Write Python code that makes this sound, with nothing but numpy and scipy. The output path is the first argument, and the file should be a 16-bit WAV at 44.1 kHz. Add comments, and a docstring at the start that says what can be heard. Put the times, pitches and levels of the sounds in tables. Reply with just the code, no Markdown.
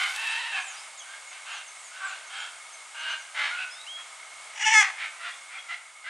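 """Macaws quarrelling in a tree

Two macaws trade hoarse squawks, a long bray and one loud, pitched screech: irregular pulses from the
syrinx, filtered by the resonances of throat and beak. Small birds chirp and whistle in nearly pure
glides, and leaves rustle over a high insect hiss and the rush of the woods. Trunks and crowns
scatter the calls back to a nearly mono microphone."""
import sys
import numpy as np
from scipy import signal
from scipy.fft import rfft, irfft, next_fast_len
from scipy.io import wavfile
from scipy.ndimage import uniform_filter1d, map_coordinates

SR = 44100
rng = np.random.default_rng(int(sys.argv[2]) if len(sys.argv) > 2 else 0)


def master_out(mix):
    """Clip the mix to full scale and print it as 16-bit PCM to the path in sys.argv[1]."""
    frames = np.transpose(np.atleast_2d(mix))
    ceiling = np.clip(frames, -1, 1)
    pcm = np.round(ceiling * 32767).astype(np.int16)
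    wavfile.write(sys.argv[1], SR, pcm)


N = 268569

# Course of the screech: t/s, pitch f/Hz, level/dB, roughness (0-1)
SCREECH_COURSE = [(4.53, 850, -52, .7), (4.555, 850, -44, .6), (4.592, 800, -39, .6), (4.61, 810, -29, .5),
                  (4.632, 865, -26, .4), (4.66, 878, -22, .22), (4.683, 868, -17.5, .22),
                  (4.70, 880, -23.5, .4), (4.733, 900, -18.5, .22), (4.75, 863, -15.3, .08),
                  (4.795, 855, -14.2, .07), (4.815, 815, -17.5, .16), (4.828, 775, -22.5, .36),
                  (4.85, 830, -24, .6), (4.91, 720, -37.5, .7)]
# Throat response as the beak opens, gapes and closes: f/Hz, level/dB
THROAT_OPENING = [(100, -97), (450, -47), (700, -20), (880, -4), (1100, -17), (1400, -17), (1750, -4),
                  (2250, 0), (2550, -7), (2950, -2), (3400, -12), (3900, -26), (5000, -18.5), (5900, -6),
                  (6300, -19), (6800, -9), (7500, -21), (8100, -17.5), (11000, -47), (15000, -66)]
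THROAT_GAPING = [(100, -103), (450, -53), (850, -10), (1300, -10), (1700, -7), (2150, -3), (2600, -15),
                 (3400, -14), (3900, -29), (6000, -15), (7000, -18.5), (9000, -26), (11000, -44),
                 (15000, -70)]
THROAT_CLOSING = [(100, -100), (750, -13), (1200, -6), (1500, -7), (2150, 1), (3000, -16), (7000, -27),
                  (14000, -66)]
GAPE_S, CLOSE_S = (4.72, 4.755), (4.812, 4.856)  # spans in which the beak opens wide and closes


def screech():
    """Mode locking: the voice settles on two partials as it swells, then drops, dulls and breaks up."""
    t, pitch, db, rough = curves(SCREECH_COURSE)
    pitch = pitch * (1 + .015 * rough * wobble(260, len(t)))
    source = syrinx(pitch, rough, doubling=.56, jitter=.17, shimmer_db=4, rasp=.6)
    opening, gaping, closing = (steady(shaped(source, response))
                                for response in (THROAT_OPENING, THROAT_GAPING, THROAT_CLOSING))
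    gape, shut = np.interp(t, GAPE_S, [0, 1]), np.interp(t, CLOSE_S, [0, 1])
    voice = (1 - shut) * ((1 - gape) * opening + gape * gaping) + shut * closing
    voice = steady(branches(voice, echo_db=-5))
    phase = 2 * np.pi * np.cumsum(pitch) / SR
    shake = lambda: amp(11 * rough * wobble(300, len(t)))
    partials = steady(shake() * np.sin(2 * phase) + amp(1.5) * shake() * np.sin(2.5 * phase))
    locked = np.clip(.9 - 1.7 * rough, 0, .85) * (1 - shut)  # grows as the roughness clears
    voice = steady(crossfade(voice, partials, locked))
    ragged = amp(2.5 * rough * wobble(170, len(t)))
    out = np.zeros(N)
    add(out, t, amp(db) * ragged * voice_crack(t, voice))
    return coloured(out, lambda hz: 1 / np.hypot(1, (450 / (hz + 1)) ** 4))  # the screech carries no bass below about 450 Hz


def voice_crack(t, voice, at_s=4.644, half_width_s=.009, top_hz=2920):
    """Register break: the voice briefly gives way to an arching squeak with a weak octave below."""
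    away = np.minimum(np.abs(t - at_s) / half_width_s, 2)
    pitch = top_hz * (1 - .07 * away ** 2)
    squeak = unit(tone(pitch) + amp(-13) * tone(pitch / 2))
    return crossfade(voice, squeak, .82 * np.exp(-away ** 4))


# Squawks: start t/s, rise t/s, fall t/s, peak level/dB, pitch f/Hz, roughness (0-1),
# lower resonance f/Hz, its level/dB, upper resonance f/Hz, its level/dB
SQUAWK_CALLS = [ (-.05, .07, .09, -26, 744, .9, 1420, 4, 2130, 5),
                (.08, .025, .06, -35, 735, .6, 1500, 3, 2200, 12),
                (.63, .04, .22, -45, 800, .8, 1300, 1, 2680, 5),
                (1.04, .07, .085, -45.5, 777, .8, 1570, 13, 3280, 7),
                (1.305, .025, .09, -46, 760, .8, 1600, 2, 2600, 6),
                (1.452, .06, .13, -37.5, 760, .85, 1540, 5, 2750, 7),
                (1.91, .06, .06, -44, 762, .5, 1520, 14, 2800, 5),
                (2.0, .05, .04, -31.5, 768, .6, 1160, 20, 1540, 12),
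                (2.06, .04, .105, -40, 748, 1, 1500, 4, 2750, 4),
                (2.29, .095, .13, -36.7, 797, 1, 1400, 3, 3150, 3),
                (2.945, .165, .072, -31.3, 637, .8, 1570, 8, 2850, 9),
                (3.345, .062, .115, -27.3, 590, .9, 1600, 8, 2130, 7),
                (3.49, .04, .05, -33.5, 723, .55, 1464, 11, 2200, 9),
                (3.55, .06, .052, -31.5, 735, .45, 1450, 12, 2560, 15),
                (3.96, .025, .045, -45, 700, .7, 1400, 6, 1850, 6),
                (4.97, .06, .065, -32.3, 640, .65, 1900, 9, 2230, 10),
                (5.19, .08, .055, -35, 700, .65, 1400, 7, 2000, 7),
                (5.49, .08, .04, -39.5, 736, .65, 1330, 10, 2150, 19),
                (5.684, .026, .062, -33.5, 687, .5, 1400, 2, 2024, 10),
                (6.04, .045, .05, -35, 687, .3, 1620, 17, 2150, 10)]


def squawks():
    """Frequency modulation: pitch and resonances rise as the beak opens slowly and sag as it shuts."""
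    out = np.zeros(N)
    for start, rise, fall, peak_db, pitch_hz, rough, *resonances in SQUAWK_CALLS:
        t, u = curves([(start, -1), (start + rise, 0), (start + rise + fall, 1)])
        # each call swells, holds its strength, then breaks off
        db = peak_db - 12 * np.maximum(-u, 0) ** 1.8 - 14 * np.maximum(u, 0) ** 2.8
        gape = np.sin(np.pi * ((t - t[0]) / (t[-1] - t[0])) ** 1.5)
        pitch = pitch_hz * (1 + .07 * (gape - .6))
        glide = 1 + .045 * (gape - .7)
        add(out, t, amp(db - .5) * hoarse_voice(pitch, np.full(len(t), rough), glide, *resonances))
    return out


# Course of the bray: t/s, pitch f/Hz, level/dB, roughness (0-1)
BRAY_COURSE = [(.14, 800, -43, .9), (.19, 870, -33.5, .85), (.225, 915, -34, .7), (.29, 885, -28.5, .6),
               (.36, 905, -31, .48), (.42, 960, -34, .42), (.46, 925, -34.5, .5), (.505, 915, -37, .55),
               (.545, 800, -30.5, .75), (.58, 765, -28.5, .8), (.63, 715, -37, .9)]


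def bray():
    """Formant tracking: resonances follow a long call that wavers, then drops and turns hoarse."""
    t, pitch, db, rough = curves(BRAY_COURSE)
    glide = np.sqrt(pitch / np.median(pitch))
    voice = hoarse_voice(pitch, rough, glide, low_hz=1850, low_db=4, high_hz=2700, high_db=6)
    out = np.zeros(N)
    add(out, t, amp(db) * voice)
    return out


# Throat response with the beak half open: f/Hz, level/dB
THROAT_HALF_OPEN = [(80, -92), (250, -51), (420, -30.5), (680, -11.5), (800, -4.5), (1080, -4), (1400, 0.5),
                    (2200, 0), (3200, -1.5), (4000, -6), (4600, -12.5), (7000, -21.5), (10000, -35),
                    (14000, -60)]


def hoarse_voice(pitch, rough, glide, low_hz, low_db, high_hz, high_db, width_hz=190):
    """Source and filter: lurching pulses excite three resonances, which slide by the factor glide."""
    glide = glide * (1 + .012 * wobble(40, len(pitch)))
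    lurch = 1 + .02 * rough * wobble(70, len(pitch))
    source = syrinx(pitch * lurch / glide, rough,
                    doubling=.75 * rough.mean(), jitter=.12, shimmer_db=4.5, rasp=.55)
    gap_hz = high_hz - low_hz
    peaks = [(low_hz, low_db), (high_hz, high_db), (high_hz + 1.38 * gap_hz, -7)]
    beak = lambda hz: 1 + sum(amp(db) * resonance(hz, centre, width_hz) ** 2 for centre, db in peaks)
    antiresonance_db = lambda hz: -4 * resonance(hz, low_hz + .3 * gap_hz, .3 * gap_hz) ** 2
    voice = coloured(source, lambda hz: amp(along(THROAT_HALF_OPEN, hz) + antiresonance_db(hz)) * beak(hz))
    voice = map_coordinates(voice, [np.cumsum(glide)], mode="mirror")  # read speed scales all frequencies
    return steady(branches(voice, echo_db=-3, count=30))


def syrinx(pitch, rough, doubling, jitter, shimmer_db, rasp):
    """Period doubling: strong and weak pulses alternate; roughness unsettles them and adds turbulence."""
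    size = len(pitch)
    cycles = np.cumsum(pitch * (1 + .049 * rough * wobble(120.2, size))) / SR
    at = np.interp(np.arange(1, cycles[-1]), cycles, np.arange(size))
    chaos = np.interp(at, np.arange(size), rough)
    shift, strength = rng.standard_normal((len(at), 2)).T
    at = at + jitter * chaos * shift * SR / pitch.mean()
    alternation = 1 + doubling * (-1) ** np.arange(len(at))  # adds lines halfway between the harmonics
    push = amp(shimmer_db * chaos * np.tanh(strength)) * alternation
    taps = np.floor(at)[:, None] + np.arange(-7, 9)
    lag = taps - at[:, None]
    shapes = np.sinc(lag) * np.cos(np.pi * lag / 16) ** 2  # band-limited impulses
    slots = np.clip(taps, 0, size - 1).astype(int)
    pulses = np.bincount(slots.ravel(), (shapes * push[:, None]).ravel(), size)
    puffs = rng.standard_normal(size) * (1 + np.cos(np.pi * cycles)) ** 2
    return unit(pulses) + rasp * rough * unit(puffs)


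def near_whistle(start_s=3.865, length_s=.172, from_hz=2650, held_hz=3290, scoop_s=.019):
    """Exponential glide: a nearer bird scoops up to a firm, held note."""
    t, u = curves([(start_s, -.6), (start_s + length_s, 1)])
    pitch = held_hz + (from_hz - held_hz) * np.exp((start_s - t) / scoop_s)
    out = np.zeros(N)
    add(out, t, amp(-36.5 - 9 * u ** 2) * tone(pitch))
    return out


# Small birds' notes: start t/s, length t/s, start f/Hz, end f/Hz, relative level/dB
FALLING_CHIRPS = [(.597, .036, 6950, 5900, -44), (.612, .15, 8900, 5550, -45),
                  (.965, .054, 7600, 5800, -43), (1.254, .09, 7360, 6150, -50),
                  (1.505, .08, 7350, 5750, -49), (1.66, .06, 6550, 6150, -48),
                  (1.745, .16, 9000, 6200, -48.5), (2.02, .11, 8700, 6400, -46.5),
                  (2.255, .04, 6750, 6250, -48), (2.32, .125, 8900, 6450, -48.5),
                  (2.712, .045, 6650, 6150, -48), (2.967, .054, 6350, 6070, -46),
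                  (3.092, .04, 6400, 5950, -44), (3.155, .075, 7900, 5700, -49)]
STRAIGHT_WHISTLES = [(.25, .08, 8600, 8480, -45), (.755, .065, 4700, 5400, -47),
                     (.965, .07, 3900, 2800, -49), (3.70, .05, 4920, 5380, -43.5),
                     (3.68, .18, 3220, 4040, -49), (3.853, .025, 4100, 5800, -48),
                     (5.315, .032, 3310, 3620, -43), (5.577, .025, 3220, 3430, -45)]


def small_birds():
    """Frequency sweeps under a trembling swell: chirps flatten as they fall, whistles slide linearly."""
    out = np.zeros(N)
    for notes, bend in ((FALLING_CHIRPS, 1.22), (STRAIGHT_WHISTLES, 1)):
        for start, length, from_hz, to_hz, db in notes:
            t, u = curves([(start, 0), (start + length, 1)])
            pitch = to_hz + (from_hz - to_hz) * (1 - u) ** bend
            swell = np.abs(np.sin(np.pi * u ** 1.15)) ** .6
            tremble = amp(2.5 * wobble(110, len(u)))
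            add(out, t, amp(db) * swell * tremble * tone(pitch))
    return coloured(out, lambda hz: 1 / np.hypot(1, (hz / 10000) ** 8))  # the notes carry little above 10 kHz


def tone(pitch, overtone_db=-23):
    """Nearly sinusoidal oscillation: a slightly unsteady whistle with a weak second harmonic."""
    phase = 2 * np.pi * np.cumsum(pitch * (1 + .004 * wobble(144, len(pitch)))) / SR
    return np.sin(phase) + amp(overtone_db) * np.sin(2 * phase)


# Brushed leaves and snapping twigs: t/s, relative level/dB
LEAF_BRUSHING = [(0, -41), (.15, -41.5), (.45, -62), (.7, -106)]
TWIG_SNAPS = [(.162, -33), (.272, -36), (3.815, -44)]
# Spectrum of dry foliage: f/Hz, level/dB
LEAF_SPECTRUM = [(1000, -50), (3500, 7), (6000, 3.5), (9500, -0.5), (12000, -10), (15000, -21)]


def foliage(snap_decay_s=.0017):
    """Friction and fracture: a shifting bird makes a lumpy rustle and a few crisp bursts of noise."""
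    t = np.arange(N) / SR
    force = amp(np.interp(t, *np.transpose(LEAF_BRUSHING)) + 2.2 * wobble(146, N))
    for s, db in TWIG_SNAPS:
        force += amp(db + 3) * (t >= s) * np.exp(-np.abs(t - s) / snap_decay_s)
    return shaped(force * rng.standard_normal(N), LEAF_SPECTRUM)


def branches(x, echo_db, count=14):
    """Early reflections: nearby limbs add weak copies within about 20 ms."""
    spread, sign = rng.random((2, count))
    delay_s = .000971 + .02 * spread ** 2
    echoes = np.bincount((delay_s * SR).astype(int), np.sign(sign - .5) * amp(echo_db) / np.sqrt(count))
    return x + signal.fftconvolve(x, echoes)[:len(x)]


# Reverberation time of the crowns: f/Hz, t/s to fall by 60 dB
CROWN_DECAY = [(200, .45), (1500, .6), (4000, .45), (10000, .3)]


def trees(x, side_db):
    """Diffuse scattering: trunks and crowns return a stereo tail whose treble dies first."""
    hz, t, noise = signal.stft(rng.standard_normal((2, SR)), SR, nperseg=256)
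    decay = amp(-60 * t / along(CROWN_DECAY, hz)[:, None])
    tail = signal.istft(noise * decay, SR, nperseg=256)[1]
    tail /= np.linalg.norm(tail[0])
    delayed = np.pad(x, (400, 0))[None]
    mid, side = signal.fftconvolve(delayed, tail, axes=1)[:, :N] * amp([[0], [side_db]])
    return np.array([mid + side, mid - side])


# Spectrum of the woods: f/Hz, relative level/dB
WOODS_SPECTRUM = [(25, -60), (86, -35), (237, -33), (501, -19.5), (637, -9), (1240, -6.5), (1860, -9),
                  (2180, -5), (2430, -10), (3540, -10), (4040, -12.5), (5600, -11.5), (6700, -7),
                  (9270, -4.5), (15000, -53)]
# Course of the background: t/s, relative rush level/dB, relative hiss level/dB
WOODS_COURSE = [(0, -52.5, -47), (.7, -53.5, -49), (1.4, -55, -51), (5.3, -54.5, -51.8), (6.09, -60, -56.5)]
# Narrow tones of the woods: centre f/Hz, width f/Hz, level/dB
WOODS_TONES = [(2176, 110, -53), (1255, 116, -59), (119.6, 8.5, -93)]


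def woods(crossover_hz=5000):
    """Band-filtered noise: a soft rush of air, high insect hiss and wavering narrow tones."""
    s, rush_db, hiss_db = np.transpose(WOODS_COURSE)
    level = lambda db: amp(np.interp(np.arange(N) / SR, s, db) + .75 * wobble(8.4, N))
    treble = lambda hz: 1 / (1 + (crossover_hz / (hz + 1)) ** 6)
    rush = air(lambda hz: amp(along(WOODS_SPECTRUM, hz)) * np.sqrt(1 - treble(hz)))
    hiss = air(lambda hz: amp(along(WOODS_SPECTRUM, hz)) * np.sqrt(treble(hz)))
    out = amp(6.5) * level(rush_db) * rush + amp(-.5) * level(hiss_db) * hiss
    for centre_hz, width_hz, db in WOODS_TONES:
        out += amp(db + 1.5 * wobble(9, N)) * air(lambda hz: resonance(hz, centre_hz, width_hz) ** 2)
    return out


# Breadth of the ambience: f/Hz, side minus mid level/dB
AMBIENCE_WIDTH = [(150, -14), (4000, -14.5), (8000, -25.5), (10000, -4.5)]


def air(gain):
    """Partial coherence: stereo noise of rms 1, mostly alike on both sides."""
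    mid, side = coloured(rng.standard_normal((2, N)), gain)
    side = shaped(side, AMBIENCE_WIDTH)
    return unit(np.array([mid + side, mid - side]))


def amp(db):
    """Decibels to amplitude ratio."""
    return 10 ** (np.asarray(db) / 20)


def unit(x):
    """Normalisation to rms 1."""
    return x / np.sqrt(np.mean(x ** 2) + 1e-20)


def steady(x):
    """Division by the running rms evens out slow level changes and keeps the grain."""
    return x / np.sqrt(np.abs(uniform_filter1d(x ** 2, size=1100)) + 1e-12)


def crossfade(a, b, share):
    """Equal-power mixing: b takes the given share of the power."""
    return np.sqrt(1 - share) * a + np.sqrt(share) * b


def along(points, hz):
    """Interpolation of (f/Hz, value) points on a logarithmic frequency axis."""
    f, v = np.transpose(points)
    return np.interp(np.log(hz + 1), np.log(f + 1), v)


def curves(rows):
    """Linear interpolation: sample times from first row to last, and each column at those times."""
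    s, *cols = np.transpose(rows)
    t = np.arange(int(s[0] * SR), int(s[-1] * SR)) / SR
    return [t] + [np.interp(t, s, c) for c in cols]


def wobble(rate, size):
    """Random modulation: a smooth curve with rate knots a second."""
    return map_coordinates(rng.standard_normal(int(size * rate / SR) + 4), [np.arange(size) * rate / SR])


def coloured(x, gain):
    """Minimum-phase filter of magnitude gain(f/Hz), made causal by folding the cepstrum."""
    m = 2 * next_fast_len(x.shape[-1] // 2 + 2048)
    cepstrum = irfft(np.log(np.maximum(gain(np.fft.rfftfreq(m, 1 / SR)), 1e-6)))
    cepstrum[1:m // 2] *= 2
    cepstrum[m // 2 + 1:] = 0
    return irfft(rfft(x, m) * np.exp(rfft(cepstrum)), m)[..., :x.shape[-1]]


def shaped(x, response):
    """Filtering by a table of (f/Hz, level/dB)."""
    return coloured(x, lambda hz: amp(along(response, hz)))


def resonance(hz, centre, width):
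    """Magnitude response of a damped resonator, 1 at its centre."""
    return 1 / np.hypot(1, (hz ** 2 - centre ** 2) / (hz * width + 1e-9))


def add(track, t, sound):
    """Superposition: mix in a sound at its times, with 2 ms fades."""
    at = np.round(t * SR).astype(int)
    inside = (at >= 0) & (at < N)
    edge = np.clip(np.minimum(t - t[0], t[-1] - t) / .002, 0, 1)
    track[at[inside]] += (sound * edge)[inside]


def scene():
    """Direct and reverberant fields: macaws ahead, the screecher a little left, small birds far off."""
    hoarse, loud, near = squawks() + bray(), screech(), near_whistle()
    far = amp(-1.5) * branches(small_birds(), echo_db=-3, count=30)
    direct = (hoarse + far + near + foliage()) * amp([[-.35], [.35]]) + loud * amp([[.5], [-.5]])
    scattered = amp(-8.5) * hoarse + amp(-16) * loud + amp(-6.5) * far + amp(-13) * near
    return direct + trees(scattered, side_db=-14) + woods() * amp([[-.15], [.15]])


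def record(dry, top_hz=15400):
    """Band limiting: the microphone passes nothing above top_hz."""
    m = next_fast_len(N + SR // 2)
    return irfft(rfft(dry, m) * (np.fft.rfftfreq(m, 1 / SR) < top_hz), m)[..., :N]


dry = scene()
out = record(dry)
master_out(out)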